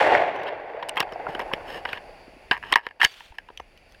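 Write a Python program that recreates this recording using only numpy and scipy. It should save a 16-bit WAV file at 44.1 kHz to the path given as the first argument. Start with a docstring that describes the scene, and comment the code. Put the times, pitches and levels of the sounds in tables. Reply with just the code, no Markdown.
"""A rifle is reloaded a hand's width from the microphone, in an open field.
The empty magazine slides out, a full one is seated, the bolt slams home and a grainy hiss fades;
small parts tick as the rifle is raised. Blows and scraping noise drive the rifle's resonances.
Behind it the echo of the last shot rolls away through the trees, over soft air and insects."""
import sys
import numpy as np
from scipy import signal
from scipy.io import wavfile

SR = 44100
rng = np.random.default_rng(int(sys.argv[2]) if len(sys.argv) > 2 else 0)


def wav_record(signal):
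    """Record a signal, one row per channel, as 16-bit PCM in the file named by sys.argv[1]."""
    frames = np.transpose(np.atleast_2d(signal))
    bounded = np.clip(frames, -1, 1)
    # unit amplitude maps onto the largest positive 16-bit level
    quanta = np.round(bounded * 32767).astype(np.int16)
    wavfile.write(sys.argv[1], SR, quanta)


N = 176400

# Still evening air, spectrum: freq_hz, relative_density_db
AIR_SPECTRUM = [(25, 4.5), (60, -1.5), (120, -9.5), (250, -12), (700, -9), (1150, -22), (1700, -16),
                (2600, -12), (3500, -29.5), (4700, -28.5), (6000, -34), (9000, -41), (15000, -44)]
# Air and whine envelope: time_s, level_db
AIR_LEVEL = [(0, -65), (.8, -60), (1.5, -48), (2.4, -52.5), (2.72, -50), (2.8, -63), (3.1, -63.5),
             (3.45, -57), (3.7, -56.5), (4.0, -55)]
# Insect buzz bands: centre_hz, width_hz, relative_db
INSECT_BANDS = [(4600, 500, 0), (8550, 1100, -21)]
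# Insect envelope: time_s, level_db
INSECT_LEVEL = [(0, -80), (1.2, -68.5), (1.9, -66), (2.25, -65), (2.7, -77), (2.85, -77.5), (3.4, -80),
                (4.0, -67.5)]
WHINE_HZ, WHINE_WANDER_HZ, WHINE_RE_AIR_DB = 10650, 22.1, -24.5

# Echo envelope before air loss: time_s, level_db
ECHO_LEVEL = [(0, -17.5), (.06, -18.5), (.11, -18.5), (.15, -16.5), (.19, -21.5), (.22, -20.5),
              (.28, -26.5), (.37, -30), (.5, -31), (.66, -36), (.8, -34.5), (1.1, -37), (1.3, -32),
              (1.56, -35.5), (1.8, -39), (2.05, -44.5), (2.3, -50.5), (2.55, -57.5), (3.0, -57.5),
              (4.0, -78)]
# Echo spectrum before air loss: freq_hz, relative_density_db
ECHO_SPECTRUM = [(30, -36.5), (100, -19), (220, -24.5), (330, -9), (430, -6), (600, 0), (780, 1),
                 (1200, -16.5), (1800, -7), (2700, -16), (3600, -26), (5200, -36.5), (7000, -45),
                 (8700, -43), (15000, -61)]
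LOSS_1KHZ_DB_PER_S, LOSS_EXPONENT, LOSS_LIMIT_S = 3, 1.26, 1
ECHO_FLUTTER_DB, ECHO_GRAIN_DB = 1.44, 3.5
# Reflections off trunks and wood edges: start_s, peak_db, centre_hz, width_octaves
TREE_SLAPS = [(.0895, -12, 620, 0.72), (.1205, -12.5, 710, 0.37), (.1248, -11, 676, 0.37),
              (.1506, -4, 1820, 0.55), (.151, -11, 666, 0.89), (.1573, -15, 800, 1.5),
              (.2208, -12.5, 697, .45), (0.521, -28, 676, 0.42), (.679, -27.5, 660, 0.44),
              (.746, -25.5, 468, 0.49), (0.775, -22.5, 560, 0.55), (1.1585, -24, 714, 0.33),
              (2.091, -36, 487, 0.38)]

# Soft bumps through the body: start_s, pitch_hz, length_s, level_db
SOFT_BUMPS = [(1.288, 171, 0.016, -36), (1.534, 167, 0.0073, -31), (2.278, 310, 0.0077, -38),
              (2.364, 313, 0.01, -41.5), (2.5103, 169, 0.0048, -24), (3.044, 55, 0.0174, -33.5),
              (3.303, 40, 0.02, -40), (3.603, 59.4, 0.03, -47.5)]
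# Small steel parts: start_s, pitch_hz, level_db, t60_s
STEEL_PINGS = [(.361, 6100, -59, 0.056), (.393, 6100, -60, 0.045), (0.8939, 2890, -18.5, 0.014),
               (0.893, 8560, -22, 0.0086), (0.975, 3200, -22, 0.042), (1.091, 3140, -47, .03),
               (1.135, 5230, -39, 0.017), (1.349, 3150, -28, 0.027), (2.726, 8550, -19, 0.0072),
               (3.05, 4590, -38.5, 0.21), (3.0471, 5540, -13.5, .009), (3.0485, 6440, -11, 0.01),
               (3.119, 6100, -49, .03), (3.575, 5970, -39, 0.022), (3.603, 6100, -54, 0.041),
               (3.777, 6100, -63, .04)]
# Hiss after the bolt slam, spectrum: freq_hz, relative_density_db
HISS_SPECTRUM = [(100, -34.5), (500, -8), (1000, -3), (2000, 0), (3200, 3), (4500, -8), (7000, -16),
                 (13000, -23), (16000, -24)]
HISS_START_S, HISS_LENGTH_S, HISS_ATTACK_S, HISS_RELEASE_S = 3.055, 0.3, 0.0045, 0.095
HISS_DB, HISS_FADE_DB_PER_S, HISS_GRAIN_DB = -46, 32, 5.5

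# Broad rifle resonances: centre_hz, width_hz, gain_db
BODY_MODES = [(166, 276, -10), (451, 176, -1), (696, 190, -1), (948, 201, 7), (1134, 350, -7.5),
              (1612, 285, 1.5), (1782, 456, 4), (2125, 420, -3.5), (2937, 324, 1), (3420, 530, -5),
              (3640, 330, -5.5), (5290, 230, -13.5), (6520, 210, -27.5), (8700, 520, -24),
              (11500, 12000, -32)]
# Lasting barrel and receiver modes: pitch_hz, relative_db, t60_s
RING_MODES = [(913, -21, 0.041), (952, -15.5, .07), (1038, -23.5, .07), (1610, -13, .055),
              (1675, -17, 0.056), (1755, -15.5, 0.038), (1860, -20, 0.07), (2155, -11.5, .07),
              (2300, -24, 0.0687), (2730, -25, 0.089), (2676, -21.5, 0.058), (2810, -24, 0.07),
              (2990, -27, 0.0677)]
# Bounds of the thud, knock, clank, snap and tick registers: edge_hz
REGISTER_EDGES_HZ = [60, 650, 1350, 2400, 4400, 15000]

# Gritty swells around the knocks: start_s, length_s, relative_db, thud_offset_db, tick_offset_db
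SCRAPE_SWELLS = [(0.459, 0.038, -34, -20, -22), (1.271, 0.082, -46, 3, -10),
                 (1.641, 0.18, -38.5, -1, -10.5), (1.837, .16, -40.5, -6, -16),
                 (2.615, 0.12, -42.5, -6.5, -16), (2.819, 0.053, -49.5, -10, -18),
                 (3.022, 0.022, -22.5, -13.5, -7), (3.335, 0.026, -54.5, -9, -8),
                 (3.876, 0.079, -67, -16, 2)]
SCRAPE_OFFSETS_DB = [0.11, -0.47, -1.3]  # knock, clank, snap
SCRAPE_TRIM_DB, SCRAPE_GRAIN_DB, SCRAPE_FLUTTER_DB = -5.5, 3.5, 2
# Magazine spring after hard knocks: start_s, level_db, gap_s, loss_per_bounce_db
SPRING_BUZZES = [(2.5185, -22.5, .0068, 3), (2.764, -23, .009, 5.5)]
BUZZ_OFFSETS_DB = [-20.5, -2.5, -1, -10, -24.5]  # thud to tick
# Metal and plastic contacts: start_s, length_s, shift_semitones, clank_db,
# thud_offset_db, knock_offset_db, snap_offset_db, tick_offset_db
PART_CONTACTS = [(0.361, 0.0008, 0, -51, -7, 16.5, 7, -5), (0.434, 0.00087, 2.2, -51, -18, 8, 6, 0),
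                 (0.826, 0.0051, 0.5, -35.5, -4, 8, -1.5, -22), (0.8873, 0.0011, 0, -41, -19, 3, 0, 2.5),
                 (0.893, 0.0025, 2.5, -43.5, -19, 2, 5, 4), (0.958, 0.0017, 0.5, -43, -5, -5, 0, -7),
                 (0.9686, 0.0024, 1.1, -24, -16, -1, -9, -25),
                 (0.9743, 0.0025, -1.5, -33, -14, 6, 5.5, -11),
                 (0.983, 0.0022, 0.2, -30.5, -30, 3, -19, -22), (0.996, 0.0057, -2, -37, -7, 10.5, 6, -15),
                 (1.003, 0.00087, 0.6, -23, -5, -1.5, 4, -4.5),
                 (1.009, 0.0019, 0.5, -26.5, -7, 1.5, -8, -28), (1.026, 0.0045, -1.5, -35.5, -3, 5, 2, -16),
                 (1.122, 0.004, 0.5, -42.5, 9, 3, 0, -9), (1.267, 0.00049, -3, -44.5, -4, 20, -17, -35),
                 (1.288, 0.0011, 1, -48, 14, -5, -6, -17), (1.35, 0.0011, 0.3, -32, 1, 0, -1, -17),
                 (1.393, 0.0051, -0.1, -30.5, -5, 5, -11, -13.5),
                 (1.401, 0.0025, 2, -30.5, -5, -12, -6, -19), (1.411, 0.01, -0.2, -39, 1, 7.5, 0, -11),
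                 (1.5141, 0.0066, -1, -52, -6, 22, -14, -23), (1.531, 0.0012, -1.5, -43, 0, 6, 0, -37),
                 (1.5351, 0.0002, 0.56, -25.5, 1, -3.5, 2, -14),
                 (1.852, 0.004, 0.06, -25, -11.5, -1.5, -7.5, -26),
                 (1.89, 0.0018, 1.5, -38.5, -4, -8, 0.5, -22), (1.9299, 0.002, -2, -27, -10, -4.5, -4, -20),
                 (1.973, 0.0065, 0.3, -37.5, -5, 1.5, -2.5, -22),
                 (2.5114, 0.002, -0.84, -15.5, -13.5, -6, -2.5, -25),
                 (2.566, 0.0016, 0.5, -35.5, -37, -2, -11, -29),
                 (2.5756, 0.0019, -0.25, -40, -10, -1, -10, -17),
                 (2.6267, 0.0016, -0.52, -37.5, -20, -5, -10, -23),
                 (2.636, 0.00094, -0.2, -34.5, -18, -5, -22, -37),
                 (2.7157, 0.0038, -3, -34.5, -5, 0, -24, -21), (2.724, 0.0023, 0.6, -27, -18, 7, 10, -2.5),
                 (2.727, 0.0011, 1.2, -15, -13, -3, -12, -43),
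                 (2.7372, 0.0015, 2.6, -29.5, -22, 0.5, 8.5, -14),
                 (2.757, 0.00061, 0.5, -10, -17.5, -2, -9.5, -19.5),
                 (2.8663, 0.00043, 0.74, -28.5, -8.5, -3.5, -8, -22),
                 (2.887, 0.0015, 0.2, -46.5, -33, -24, -2, -18),
                 (2.909, 0.0012, -0.95, -44, -27, -7, -10.5, -27), (2.998, 0.0035, 0, -39, -11, 2, -6, -26),
                 (3.0021, 0.0057, -1.2, -30.5, -32, -7, 1, -17),
                 (3.0141, 0.0027, 0.54, -13, -34, -14, -9, -25),
                 (3.0183, 0.0026, 1.6, -18, -33.5, -14.5, -4, -22.5),
                 (3.0302, 0.0018, 0.1, -18, -26, -6.5, -3.5, -17),
                 (3.0413, 0.0044, 0.25, -21, -16.5, -12.5, 3, -11),
                 (3.0466, 0.001, -1.3, -31.5, -9, -12, 3, 6.5),
                 (3.048, 0.0013, 0.57, -13, -19, -19, 0.5, -13),
                 (3.0583, 0.0022, -0.2, -29.5, -15, -8, 0, -10),
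                 (3.205, 0.0018, -0.4, -45, -9, 2, -0.5, -18), (3.321, 0.003, -1.5, -67, 4, 19, 9.5, -20),
                 (3.3838, 0.00098, -0.2, -32, -26, -8, -4.5, -17),
                 (3.487, 0.00059, -0.25, -50.5, -13, 8, -1.5, -14),
                 (3.501, 0.0012, -0.5, -74, 28, 29.5, 14, -14), (3.574, 0.0008, 0.3, -59, -9, 1, 23, 9),
                 (3.598, 0.0016, 0.2, -41, 0, 7.5, -3.5, -15),
                 (3.775, 0.00091, 0, -64, -5.5, -12.5, 11.5, 1),
                 (3.922, 0.00083, 2.5, -67.5, -17, -15, 1, 11),
                 (3.946, 0.00087, -0.5, -53.5, -23, -17, -1.5, -11)]
GRIND_RISE_S, GRIND_T60_S, CONTACT_GRAIN_DB, BLOW_IMPULSE = 0.000067, 0.008, 2, 10.2
CHATTER_DB, CHATTER_T60_S = -14, 0.057


def from_db(db):
    """Decibels to gain."""
    return 10 ** (np.asarray(db) / 20)


def unit_rms(x):
    """Scale to rms 1."""
    return x / np.sqrt(np.mean(x ** 2) + 1e-20)


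def curve(points):
    """Interpolate (time_s, value) points per sample."""
    return np.interp(np.arange(N) / SR, *np.transpose(points))


def add(out, start_s, sound):
    """Mix sound into out at start_s."""
    i = max(int(start_s * SR), 0)
    out[i:i + len(sound)] += sound[:max(N - i, 0)]


def band(x, low_hz, high_hz, order):
    """Butterworth band-pass."""
    sos = signal.butter(order, [low_hz, min(high_hz, .49 * SR)], "band", fs=SR, output="sos")
    return signal.sosfilt(sos, x)


def resonate(x, hz, width_hz):
    """Two-pole resonator, unity peak gain."""
    radius = np.exp(-np.pi * width_hz / SR)
    feedback = [1, -2 * radius * np.cos(2 * np.pi * hz / SR), radius ** 2]
    return signal.lfilter(np.array([1, 0, -1]) * (1 - radius ** 2) / 2, feedback, x + 1e-18)


def drift(rate_hz):
    """Random wander, rms 1."""
    knots = rng.standard_normal(2000)
    return unit_rms(np.interp(np.arange(N) / SR * 2 * rate_hz, np.arange(len(knots)), knots))


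def grit(shape, grain_db):
    """Noise with a random gain per sample, rms 1."""
    white = rng.standard_normal(shape)
    return unit_rms(white * from_db(grain_db * np.minimum(rng.exponential(1, shape), 5)))


def noise_bands(spectrum, grain_db=0):
    """Third-octave noise as (centre_hz, signal) pairs, total rms about 1."""
    edges_hz = 22 * 2 ** (np.arange(30) / 3)
    centres_hz = np.sqrt(edges_hz[1:] * edges_hz[:-1])
    freq_hz, density_db = np.transpose(spectrum)
    gains = from_db(np.interp(np.log(centres_hz), np.log(freq_hz), density_db))
    gains *= np.sqrt(np.diff(edges_hz))
    gains /= np.linalg.norm(gains)
    noise = grit((2, N), grain_db)  # adjacent bands use independent rows
    return [(hz, gains[k] * unit_rms(band(noise[k % 2], edges_hz[k], edges_hz[k + 1], order=3)))
            for k, hz in enumerate(centres_hz)]


def field():
    """Soft air, far insects and a thin whine."""
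    air = sum(x for _, x in noise_bands(AIR_SPECTRUM))
    insects = np.zeros(N)
    for hz, width_hz, db in INSECT_BANDS:
        buzz = resonate(rng.standard_normal(N), hz, width_hz)
        insects += from_db(db) * unit_rms(resonate(buzz, hz, width_hz))
    whine_hz = WHINE_HZ + WHINE_WANDER_HZ * drift(30)
    whine = from_db(WHINE_RE_AIR_DB) * unit_rms(np.sin(2 * np.pi * np.cumsum(whine_hz) / SR))
    return from_db(curve(AIR_LEVEL)) * (air + whine) + from_db(curve(INSECT_LEVEL)) * insects


def shot_echo():
    """Dense reflections from the trees; air absorbs more treble on longer paths."""
    travel_s = LOSS_LIMIT_S * np.tanh(np.arange(N) / SR / LOSS_LIMIT_S)
    roll = sum(x * from_db(-LOSS_1KHZ_DB_PER_S * (hz / 1000) ** LOSS_EXPONENT * travel_s)
               for hz, x in noise_bands(ECHO_SPECTRUM, ECHO_GRAIN_DB))
    return roll * from_db(curve(ECHO_LEVEL) + ECHO_FLUTTER_DB * drift(55))


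def tree_slaps(pulse_s=0.00037):
    """Distinct reflections: the shot's N-wave, band-limited by each reflector."""
    out, t = np.zeros(N), np.arange(SR // 20) / SR
    n_wave = (1 - 2 * t / pulse_s) * (t < pulse_s)
    for start_s, peak_db, hz, width_octaves in TREE_SLAPS:
        edge_ratio = 2 ** (width_octaves / 2)
        slap = band(n_wave, hz / edge_ratio, hz * edge_ratio, order=2)
        add(out, start_s, from_db(peak_db) * slap / np.abs(slap).max())
    return out


def bumps():
    """Bumps reach the worn microphone through the body as short low sine bursts."""
    out = np.zeros(N)
    for start_s, hz, length_s, db in SOFT_BUMPS:
        t = np.arange(int(length_s * SR)) / SR
        add(out, start_s, from_db(db) * np.sin(2 * np.pi * hz * t) * np.sin(np.pi * t / length_s))
    return out


def pings(shimmer_depth=0.25):
    """Sling swivel and bolt parts ring unevenly, rattling in their seats."""
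    out, t = np.zeros(N), np.arange(SR // 4) / SR
    for start_s, hz, db, t60_s in STEEL_PINGS:
        shimmer = 1 + shimmer_depth * drift(200)[:len(t)]
        add(out, start_s, from_db(db - 60 * t / t60_s) * shimmer * np.sin(2 * np.pi * hz * t))
    return out


def fading_hiss():
    """A short, grainy hiss fades after the bolt slam."""
    t = np.arange(N) / SR - HISS_START_S
    gate = np.clip(t / HISS_ATTACK_S, 0, 1) * np.clip((HISS_LENGTH_S - t) / HISS_RELEASE_S, 0, 1)
    hiss = sum(x for _, x in noise_bands(HISS_SPECTRUM, HISS_GRAIN_DB))
    return gate * from_db(HISS_DB - HISS_FADE_DB_PER_S * np.maximum(t, 0)) * hiss


def barrel_ring(drive, send_db=8.5):
    """Barrel and receiver ring on in narrow modes."""
    return sum(from_db(db + send_db) * resonate(drive, hz, np.log(1000) / np.pi / t60_s)
               for hz, db, t60_s in RING_MODES)


def rifle_body(forces, shifts_semitones, levels_db, span_s):
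    """Each force row drives retuned body modes; register energy equals levels_db held for span_s."""
    ratios = 2 ** (np.asarray(shifts_semitones) / 12)
    body = np.zeros_like(forces)
    for row, ratio in enumerate(ratios):
        for k, (hz, width_hz, db) in enumerate(BODY_MODES):
            body[row] += (-1) ** k * from_db(db) * resonate(forces[row], hz * ratio, width_hz)
    out = np.zeros_like(body)
    for k, (low_hz, high_hz) in enumerate(zip(REGISTER_EDGES_HZ, REGISTER_EDGES_HZ[1:])):
        register = band(body, low_hz, high_hz, order=3)
        energy = np.sum(register ** 2, axis=1, keepdims=True) + 1e-20
        out += register * from_db(levels_db[:, k:k + 1]) * np.sqrt(span_s * SR / energy)
    return out


def strikes(starts_s, lengths_s, shifts_semitones, levels_db):
    """Each strike: a sharp blow, brief grinding, faint chatter of loose parts."""
    out, t = np.zeros(N), np.arange(SR // 12) / SR
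    since_release_s = np.maximum(t - lengths_s[:, None], 0)
    grind = np.minimum(t / GRIND_RISE_S, 1) * from_db(-60 * since_release_s / GRIND_T60_S)
    chatter = from_db(CHATTER_DB - 60 * t / CHATTER_T60_S)
    forces = grit(grind.shape, CONTACT_GRAIN_DB) * (grind + chatter)
    forces[:, 2] += BLOW_IMPULSE
    for start_s, sound in zip(starts_s, rifle_body(forces, shifts_semitones, levels_db, span_s=0.007)):
        add(out, start_s, sound)
    return out


def scrapes():
    """Soft, gritty swells of scraping noise, coloured by the body modes."""
    out = np.zeros(N)
    for start_s, length_s, db, thud_db, tick_db in SCRAPE_SWELLS:
        size = int(length_s * SR)
        force = grit(N, SCRAPE_GRAIN_DB)[:size] * signal.windows.tukey(size, .6)
        force *= from_db(SCRAPE_FLUTTER_DB * drift(90)[:size])
        levels_db = db + SCRAPE_TRIM_DB + np.array([[thud_db, *SCRAPE_OFFSETS_DB, tick_db]])
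        add(out, start_s, rifle_body(force[None], [0], levels_db, length_s)[0])
    return out


def magazine_buzz(bounce_count=7, touch_s=0.0021, gap_jitter=0.051):
    """Magazine spring and cartridges bounce in a quick dying run."""
    bounces = [(start_s + gap_s * (k + rng.normal(0, gap_jitter)), db - loss_db * k)
               for start_s, db, gap_s, loss_db in SPRING_BUZZES for k in range(bounce_count)]
    starts_s, bounce_db = np.transpose(bounces)
    levels_db = bounce_db[:, None] + np.array(BUZZ_OFFSETS_DB)
    return strikes(starts_s, np.full(len(bounces), touch_s), np.zeros(len(bounces)), levels_db)


def contacts():
    """Catch, magazine, bolt and sling fittings strike the rifle."""
    starts_s, lengths_s, shifts_semitones, clank_db, *offsets_db = np.transpose(PART_CONTACTS)
    thud_db, knock_db, snap_db, tick_db = clank_db + np.array(offsets_db)
    levels_db = np.transpose([thud_db, knock_db, clank_db, snap_db, tick_db])
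    return strikes(starts_s, lengths_s, shifts_semitones, levels_db)


def scene():
    """Mono mix: rifle close by, echo and field beyond."""
    action = contacts() + magazine_buzz() + scrapes()
    close = action + barrel_ring(action) + pings() + fading_hiss() + bumps()
    return (close + shot_echo() + tree_slaps() + field())[None]


def record(dry, cutoff_hz=16000):
    """Soft clip, then steep low-pass."""
    clipped = dry / (1 + dry ** 4) ** .25
    return signal.sosfilt(signal.ellip(10, .3, 70, cutoff_hz, fs=SR, output="sos"), clipped)


dry = scene()
out = record(dry)
wav_record(out)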